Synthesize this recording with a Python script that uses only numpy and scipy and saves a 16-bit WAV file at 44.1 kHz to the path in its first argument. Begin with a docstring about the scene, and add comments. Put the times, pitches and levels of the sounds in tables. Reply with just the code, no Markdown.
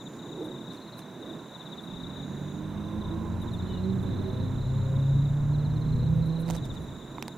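"""Dusk beside a railway line: crickets, made of pitch-falling wing strokes, chirp and trill in the grass throughout,
over soft hiss, noise-made wheel roar and drone. One diesel engine hunts, then winds up; from 1.6 s a second one
winds up at its own speed. Their harmonics swell and fade on the way over the ground.
Filtered noise adds a rumble that grows from about 2 s. Rustles and scuffs of grainy noise brush close by;
in the last second the engines die away and small clicks snap and ring near the microphone."""
import sys
import numpy as np
from scipy import signal
from scipy.fft import rfft, irfft, next_fast_len
from scipy.io import wavfile
from scipy.ndimage import uniform_filter1d

SR = 44100
rng = np.random.default_rng(int(sys.argv[2]) if len(sys.argv) > 2 else 0)


def wav_record(signal):
    """Record a signal, one row per channel, as 16-bit PCM in the file named by sys.argv[1]."""
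    frames = np.transpose(np.atleast_2d(signal))
    bounded = np.clip(frames, -1, 1)
    # unit amplitude maps onto the largest positive 16-bit level
    quanta = np.round(bounded * 32767).astype(np.int16)
    wavfile.write(sys.argv[1], SR, quanta)


N = 325149
TIME = np.arange(N) / SR


def undb(db):
    """Decibels to gain."""
    return 10 ** (np.asarray(db) / 20)


def unit(x):
    """Scale to rms 1."""
    return x / np.sqrt(np.mean(x ** 2))


def curves(table):
    """The columns of a timed table, sample by sample."""
    s, *columns = np.transpose(table)
    return [np.interp(TIME, s, column) for column in columns]


def colour(x, points):
    """Filter by a spectrum of (frequency [Hz], gain [dB]) points, joined on a log frequency scale."""
    hz, db = np.transpose(points)
    size = next_fast_len(N)
    f = np.maximum(np.arange(size // 2 + 1) * SR / size, 1)
    gain = undb(np.interp(np.log(f), np.log(hz), db))
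    return irfft(rfft(x, size) * gain, size)[..., :N]


def noise(points):
    """Noise of rms 1 with the given spectrum."""
    return unit(colour(rng.standard_normal(N), points))


def wide_noise(points):
    """Two-channel noise, nearly alike on both sides except in the treble."""
    # side signal against the middle: (frequency [Hz], level [dB])
    width = [(4600, -29), (5400, -2.5), (9000, -1), (12500, -2), (15000, -11)]
    middle = noise(points)
    side = colour(noise(points), width)
    return middle + np.array([[1], [-1]]) * side


def walk(rate):
    """Smooth random wander of spread near 1, with about `rate` new steps a second."""
    k = max(int(SR / rate), 1)
    steps = rng.standard_normal(2048)[np.arange(N) // k % 2048]
    return 1.3 * uniform_filter1d(uniform_filter1d(steps, k), k)


def swells(table):
    """An envelope of bells (centre [s], peak [dB], length [s]), each 17 dB down one length from its centre."""
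    return sum(undb(db) * np.exp(-2 * ((TIME - s) / length) ** 2) for s, db, length in table)


def pan(x, db):
    """Place a sound by its left minus right level, steady or moving."""
    return x * undb(np.array([[1], [-1]]) * db / 2)


def add(track, s, sound):
    """Mix a short sound into a track from time s."""
    i = int(s * SR)
    part = sound[max(-i, 0):max(N - i, 0)]
    track[max(i, 0):max(i, 0) + len(part)] += part


def scatter(x, t60, wet_db, channels):
    """Add a diffuse echo, as from trees and banks, of decaying noise: one for both sides, or one for each."""
    t = TIME[:SR // 2]
    tail = rng.standard_normal((channels, len(t))) * np.exp(-np.log(1000) * t / t60)
    tail /= np.sqrt(np.sum(tail ** 2, axis=1, keepdims=True))
    return x + undb(wet_db) * signal.fftconvolve(x, tail, axes=1)[:, :N]


def syllable(hz, length, sweep):
    """One wing stroke: the scraper slows along the file, so the tone falls ever faster."""
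    u = np.arange(int(length * SR)) / (length * SR)
    pitch = hz * (1 + sweep * (1 / 3 - u * (1 + 2 * u) / 3))
    return np.sin(np.pi * u) * np.sin(2 * np.pi * np.cumsum(pitch) / SR)


def trill(start, end, hz, rate, length, sweep):
    """A run of slightly uneven wing strokes that fades in and out."""
    fade_s = .05  # the fades reach this far to either side of the start and the end
    voice = np.zeros(N)
    times = np.arange(start - fade_s, end + fade_s, 1 / rate)
    for s, (late, detune, size) in zip(times, rng.standard_normal((512, 3))):
        fade = np.sqrt(np.clip(.5 + .5 * min(s - start, end - s) / fade_s, 0, 1))
        stroke = syllable(hz * (1 + 0.0097 * detune), length, sweep)
        add(voice, s + .07 * late / rate, fade * stroke * undb(0.88 * size))
    return voice


def air():
    """Soft steady hiss: filtered noise, spread wide in the treble."""
    # spectrum of the hiss: (frequency [Hz], relative level [dB])
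    air_colour = [(1000, 9), (4800, 4), (6200, 8.5), (8500, 3), (12500, 1), (16000, -4)]
    return wide_noise(air_colour) * undb(-66.5)


def shrill_insects():
    """Smaller insects to the right, with fast high wing strokes: one trills in bouts, a few faint ones never stop."""
    # bouts of the nearer insect: (start [s], end [s], pitch [Hz], relative level [dB])
    bout_table = [(0, .34, 6950, -63.5), (0.338, .88, 7200, -69), (1.28, 2.16, 7060, -68.5),
                  (2.162, 2.58, 6900, -64), (3.146, 4.1, 7070, -69), (4.453, 5.5, 7060, -65.5),
                  (5.498, 6.1, 7210, -69), (6.601, 7.37, 7060, -63.5)]
    bouts = sum(trill(start, end, hz, rate=61.4, length=.018, sweep=0.074) * undb(db + 3)
                for start, end, hz, db in bout_table)
    voices = [(6180, 38), (6500, 27), (7300, 60)]  # (pitch [Hz], rate [strokes/s])
    faint = sum(trill(0, N / SR, hz, rate, length=0.017, sweep=0.09) * undb(-70.0 + 1.6 * walk(3.0))
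                for hz, rate in voices)
    left, right = pan(bouts * undb(1.3 * walk(9)), -4) + pan(faint, -1.5)
    left = np.roll(left, 1)  # reaches the left a moment later
    return scatter(np.array([left, right]), t60=0.14, wet_db=-3, channels=2)


def far_crickets():
    """A chorus of steady trills further off, blurred by the undergrowth into a diffuse tail."""
    # swell of the chorus: (time [s], relative level [dB])
    chorus_curve = [(0, -60), (1.3, -55.5), (2, -56), (2.6, -58.5), (3.25, -60.5), (4.3, -54), (5.5, -60.5),
                    (6.4, -56.5), (7.37, -58.5)]
    chorus_db, = curves(chorus_curve)
    # (pitch [Hz], rate [strokes/s])
    voices = [(3680, 27), (3740, 30), (3790, 32), (3840, 17.5), (3880, 27), (3930, 34)]
    chorus = unit(sum(trill(0, N / SR, hz, rate, length=0.02525, sweep=.14) * undb(1.96 * walk(2.93))
                      for hz, rate in voices))
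    return scatter(pan(chorus * undb(chorus_db - .5), 4.5), t60=.2, wet_db=-15, channels=1)


def near_crickets():
    """Two crickets scrape phrases of slow chirps and quick trills, no two strokes quite alike."""
    # (first stroke [s], last stroke [s], relative level [dB], cricket, song)
    phrases = [ (0.011, 0.067, -5, "low", "chirp"), (0.197, 0.743, -5, "low", "trill"),
               (.722, 0.937, -5.5, "high", "chirp"), (0.98, 1.023, -7, "high", "trill"),
               (1.233, 1.336, -4, "low", "trill"), (1.551, 1.786, -1, "low", "chirp"),
               (1.844, 2.234, -3, "low", "trill"), (2.279, 2.981, -12.5, "low", "trill"),
               (3.017, 3.119, -5, "low", "trill"), (3.423, 3.659, -4.5, "low", "chirp"),
               (3.712, 3.777, -3.5, "low", "trill"), (3.525, 3.903, -7.5, "high", "chirp"),
               (4.072, 4.45, -10, "high", "trill"), (4.62, 4.855, -10, "high", "trill"),
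               (4.965, 5.291, -10.5, "low", "trill"), (5.546, 5.825, -6.5, "high", "chirp"),
               (5.863, 6.07, -7.5, "high", "trill"), (6.233, 6.462, -6.5, "high", "trill"),
               (6.575, 6.77, -2.5, "low", "chirp"), (6.85, 7.322, -10.5, "low", "trill")]
    # each cricket: (pitch [Hz], left minus right [dB])
    singers = {"low": (3775, 7.3), "high": (4030, 4.4)}
    # each song: (rate [strokes/s], stroke length [s], fall of pitch in a stroke [share])
    songs = {"chirp": (17.3, .032, 0.177), "trill": (30.4, .028, 0.138)}
    # spread from stroke to stroke: (length [share], level [dB], pitch [share], fall [share])
    uneven = (.08, 1.5, .006, .14)
    out = np.zeros((2, N))
    for first, last, db, cricket, song in phrases:
        hz, pan_db = singers[cricket]
        rate, stroke_s, sweep = songs[song]
        voice = np.zeros(N)
        times = np.linspace(first, last, round((last - first) * rate) + 1)
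        variations = rng.standard_normal(size=(40, 4)) * uneven
        for s, (stretch, force_db, detune, bend) in zip(times, variations):
            length = stroke_s * (1 + stretch)
            stroke = syllable(hz * (1 + detune), length, sweep * (1 + bend))
            add(voice, s - length / 2, undb(db + force_db) * stroke)
        out += pan(voice, pan_db)
    # the wings resonate only up to a little over 4 kHz
    resonance = [(3000, -6.5), (3450, 2), (4150, -1.5), (4400, -11)]
    return colour(out, resonance) * undb(-42.5)


def whistle():
    """One faint, falling tone of wavering level, perhaps a bird."""
    out = np.zeros(N)
    add(out, 3.64, syllable(2950, length=.2, sweep=.14))
    return pan(out * undb(-60.5 + 3.8 * walk(40)), -2.6)


def brush(table, points, grain_db):
    """Friction: short swells of noise whose level flickers in fine grains."""
    grain = unit(undb(grain_db * walk(900)))
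    return swells(table) * grain * wide_noise(points)


def rustles():
    """Thin rustles in the grass: grainy friction noise, all treble."""
    # (centre [s], peak level [dB], length [s])
    rustle_table = [(.455, -62, 0.024), (.99, -59, 0.025), (1.84, -67, 0.021), (3.425, -59.5, 0.015),
                    (3.54, -67, 0.013), (4.03, -68, 0.019), (6.17, -67, 0.014), (6.27, -65, .02),
                    (6.41, -57, 0.021), (6.83, -68, 0.036)]
    spectrum = [(5000, -33), (8000, -10), (9500, -1), (11500, 1), (13500, -10), (16000, -18)]
    return pan(brush(rustle_table, spectrum, grain_db=3), -1)


def scuffs():
    """Dry scuffs to the right: coarser friction noise, strongest in the middle range."""
    # (centre [s], peak level [dB], length [s])
    scuff_table = [(.15, -63, 0.039), (.745, -56, 0.039), (.997, -54, 0.023), (6.5, -41.5, 0.032),
                   (6.56, -47.5, 0.034), (6.655, -52.5, 0.018), (6.745, -52, 0.016)]
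    spectrum = [(150, -10), (650, 27.5), (1500, 8), (2800, 9), (5000, 6), (7000, 6.5), (12000, -0.5),
                (16000, -10)]
    return pan(brush(scuff_table, spectrum, grain_db=5.5), -8.5)


def clicks():
    """Each click is a tiny noise snap and a quickly damped ring of two modes."""
    # (time [s], relative level [dB], ring [Hz], snap against the ring [dB], left minus right [dB])
    click_table = [(6.489, -31, 860, -3, -10), (6.507, -29, 7050, -5, -10), (6.541, -45, 2370, 5, -4),
                   (6.555, -37, 6000, -7, -12), (7.183, -20.5, 1030, -30, -7),
                   (7.2253, -23.5, 2660, 0.5, -6), (7.281, -19.5, 933, -5, -4)]
    # what a click rings with: (multiple of its ring frequency, level [dB])
    modes = [(1, -5.5), (2.08, -18.5)]
    ring_s, snap_s = 0.0014, 0.00038  # ring falls to 1/e in this time; snap peaks at this time
    snap_colour = [(300, 4), (1800, 1), (4500, -0.5), (8000, -9.5), (12000, -7.5), (15500, -22)]
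    out, t = np.zeros((2, N)), TIME[:SR // 50]
    for s, db, hz, snap_db, pan_db in click_table:
        ring, snap = np.zeros(N), np.zeros(N)
        tone = sum(undb(mode_db) * np.sin(2 * np.pi * k * hz * t) for k, mode_db in modes)
        burst = rng.standard_normal(len(t)) * t / snap_s * np.exp(1 - t / snap_s)
        add(ring, s, tone * np.exp(-t / ring_s))
        add(snap, s, undb(snap_db) * burst)
        out += pan(undb(db) * (ring + colour(snap, snap_colour)), pan_db)
    return scatter(out, t60=.02, wet_db=-12, channels=2)


def wheels():
    """Rolling wheels: a broad roar of filtered noise, a little louder midway."""
    # spectrum: (frequency [Hz], relative level [dB])
    wheel_colour = [(40, -45), (200, 3), (450, 1.5), (620, 5), (760, 0.5), (1020, 3.5), (1200, -3),
                    (1580, -4), (1900, -10), (2350, -14.5), (2700, -17), (3200, -18.5), (5000, -35)]
    level = undb(-50.5 + .5 * walk(10.0)) + swells([(3.46, -62, 3.9)])
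    return noise(wheel_colour) * level


def singing_wheels():
    """The wheels ring for a moment: a narrow band of noise near 1 kHz."""
    spectrum = [(700, -6), (920, 0), (1030, 10), (1130, -8), (1400, -51)]
    return noise(spectrum) * swells([(3.15, -49.5, 0.51)])


def low_roar():
    """Soft unsteady swells of noise centred near 310 Hz."""
    # (centre [s], relative peak level [dB], length [s])
    roar_swells = [(.4, -41, 0.2), (1.3, -45.5, 0.19), (7.15, -51.5, 0.14)]
    spectrum = [(100, -25), (200, -30), (310, 4.5), (480, -5.5), (620, -12.5), (1000, -19.0), (2000, -53.0)]
    return noise(spectrum) * swells(roar_swells) * undb(2 * walk(16))


def drone():
    """Droning bodywork: a low-mid band of noise with a wandering level."""
    # spectrum: (frequency [Hz], relative level [dB])
    drone_colour = [(30, -62), (60, -26.5), (100, -3.5), (160, 4.5), (220, 5), (330, 2), (420, -2.5),
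                    (560, -14.5), (900, -51)]
    # (time [s], level before the wander [dB])
    drone_curve = [(0, -44.5), (.6, -43.5), (1.7, -47.5), (2.6, -42.5), (4.1, -42.5), (4.8, -46.5),
                   (6.5, -43.5), (7.37, -43.5)]
    drone_db, = curves(drone_curve)
    return noise(drone_colour) * undb(drone_db + 1.6 * walk(9))


def rumble():
    """Turbulent exhaust rumble: bass noise that comes on with the throttle and dies as it closes."""
    # spectrum: (frequency [Hz], relative level [dB])
    rumble_colour = [(12, -5), (26, -6), (45, 0.5), (70, -1), (110, 2), (180, -2), (300, -16), (600, -72.5)]
    # (time [s], relative level [dB])
    rumble_curve = [(0.0, -69.5), (1.87, -74), (1.95, -52.5), (2.34, -61), (3.06, -45), (6.22, -38.5),
                    (6.3, -46.5), (6.81, -45), (7.37, -67)]
    rumble_db, = curves(rumble_curve)
    return noise(rumble_colour) * undb(rumble_db + 6.5 + 0.93 * walk(8))


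def exhaust(engine, harmonics, waver, fade_db):
    """Harmonics of an unevenly turning engine climb through the path's peaks and flutter in the moving air."""
    # peaks and dips of the exhaust stack and the path over the ground: (frequency [Hz], gain [dB])
    path = [(60, -45), (88, -16.5), (115, -5.5), (140, -0.5), (218, -1.5), (240, -5), (285, -13.5),
            (325, -10), (355, -18.5), (380, -11), (420, -27.5), (495, -13), (560, -18), (620, -19.5),
            (800, -24.5)]
    hz, db, rasp_db = curves(engine)
    path_hz, path_db = np.transpose(path)
    phase = 2 * np.pi * np.cumsum(hz * (1 + waver * walk(22))) / SR
    out = np.zeros(N)
    for multiple, own_db in harmonics:
        k = round(multiple)
        path_gain_db = np.interp(np.log(k * hz), np.log(path_hz), path_db)
        overtone_db = (k > 1) * rasp_db
        flutter_db = fade_db * k ** 0.57 * walk(12)  # deeper on higher harmonics
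        level_db = db + own_db + overtone_db + path_gain_db + flutter_db
        out += np.sqrt(2) * undb(level_db) * np.sin(k * phase + rng.uniform(0, 2 * np.pi))
    return out


def engines():
    """Two exhaust notes, each a stack of harmonics following its own engine speed."""
    # winds up from 1.6 s: (time [s], exhaust note [Hz], relative level [dB], rasp: extra on the overtones [dB])
    lead = [(1.6, 81, -50, -2), (2.0, 86.65, -37.5, 2), (2.55, 97.5, -35, 0), (3.3, 110.4, -32, 4),
            (3.75, 117.7, -34.5, -5.5), (4.3, 126.8, -34, 7), (4.6, 130.7, -30, -1),
            (5.15, 138.8, -21.5, -6), (5.75, 151.7, -28, -3), (6.15, 159.1, -26.5, -6.5),
            (6.5, 165.1, -30, 4), (6.7, 164, -43.5, -14), (7.37, 159, -64, 19)]
    # hunts at first and then winds up; same columns
    second = [(0, 63, -45, 1), (.5, 69.5, -37.5, 3), (1.0, 59.5, -36.5, -3.5), (1.45, 65.9, -36, 0),
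              (1.9, 68.7, -38, -1.5), (2.35, 71.2, -24.5, 2.5), (3.1, 82.7, -21, -4),
              (3.95, 95.5, -23.5, 7), (4.55, 99.4, -23.5, -8.5), (4.95, 104.3, -24, -2),
              (5.75, 117.3, -28.5, 1), (6.15, 125.8, -25, -1.5), (6.35, 129.8, -44, 16),
              (6.7, 138.1, -39, -3), (7.0, 138.6, -51, 0)]
    # make-up of each exhaust note: (multiple, level [dB])
    lead_harmonics = [(1, -1.5), (2, -8), (3, -7), (4, -11.5), (5, -15.5)]
    second_harmonics = [(1, 0), (2, -18.5), (3, -25.5), (4, -14.5), (6, -27.5)]
    lead_note = exhaust(lead, lead_harmonics, waver=0.005956, fade_db=1.5)
    second_note = exhaust(second, second_harmonics, waver=0.00906, fade_db=1.8)
    return lead_note + second_note


def train():
    """Engines, rumble, bodywork and wheels share one moving bearing; the deep bass stays a little to the left."""
    # where the train sits between the ears: (time [s], left minus right [dB])
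    bearing = [(0.0, -2.5), (3.9, -7.5), (4.1, -9), (5.32, -5), (6.61, -7.5), (7.37, -4)]
    # share of the sound that counts as deep bass: (frequency [Hz], gain [dB])
    bass_share = [(95, -1.5), (135, -4.5), (190, -27.5), (400, -64)]
    sound = engines() + rumble() + drone() + wheels() + low_roar() + singing_wheels()
    bass = colour(sound, bass_share)
    bearing_db, = curves(bearing)
    return pan(bass, 5) + pan(sound - bass, bearing_db)


def scene():
    """Soft hiss, the insects, small close noises and the train."""
    crickets = scatter(far_crickets() + near_crickets() + whistle(), t60=0.081, wet_db=-10.5, channels=1)
    close = rustles() + scuffs() + clicks()
    return air() + shrill_insects() + crickets + close + train()


def record(dry):
    """The recorder cuts the top: a steep elliptic low-pass at 15.8 kHz."""
    low_pass = signal.ellip(10, .2, 70, 15800, fs=SR, output="sos")
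    return signal.sosfilt(low_pass, dry)


dry = scene()
out = record(dry)
wav_record(out)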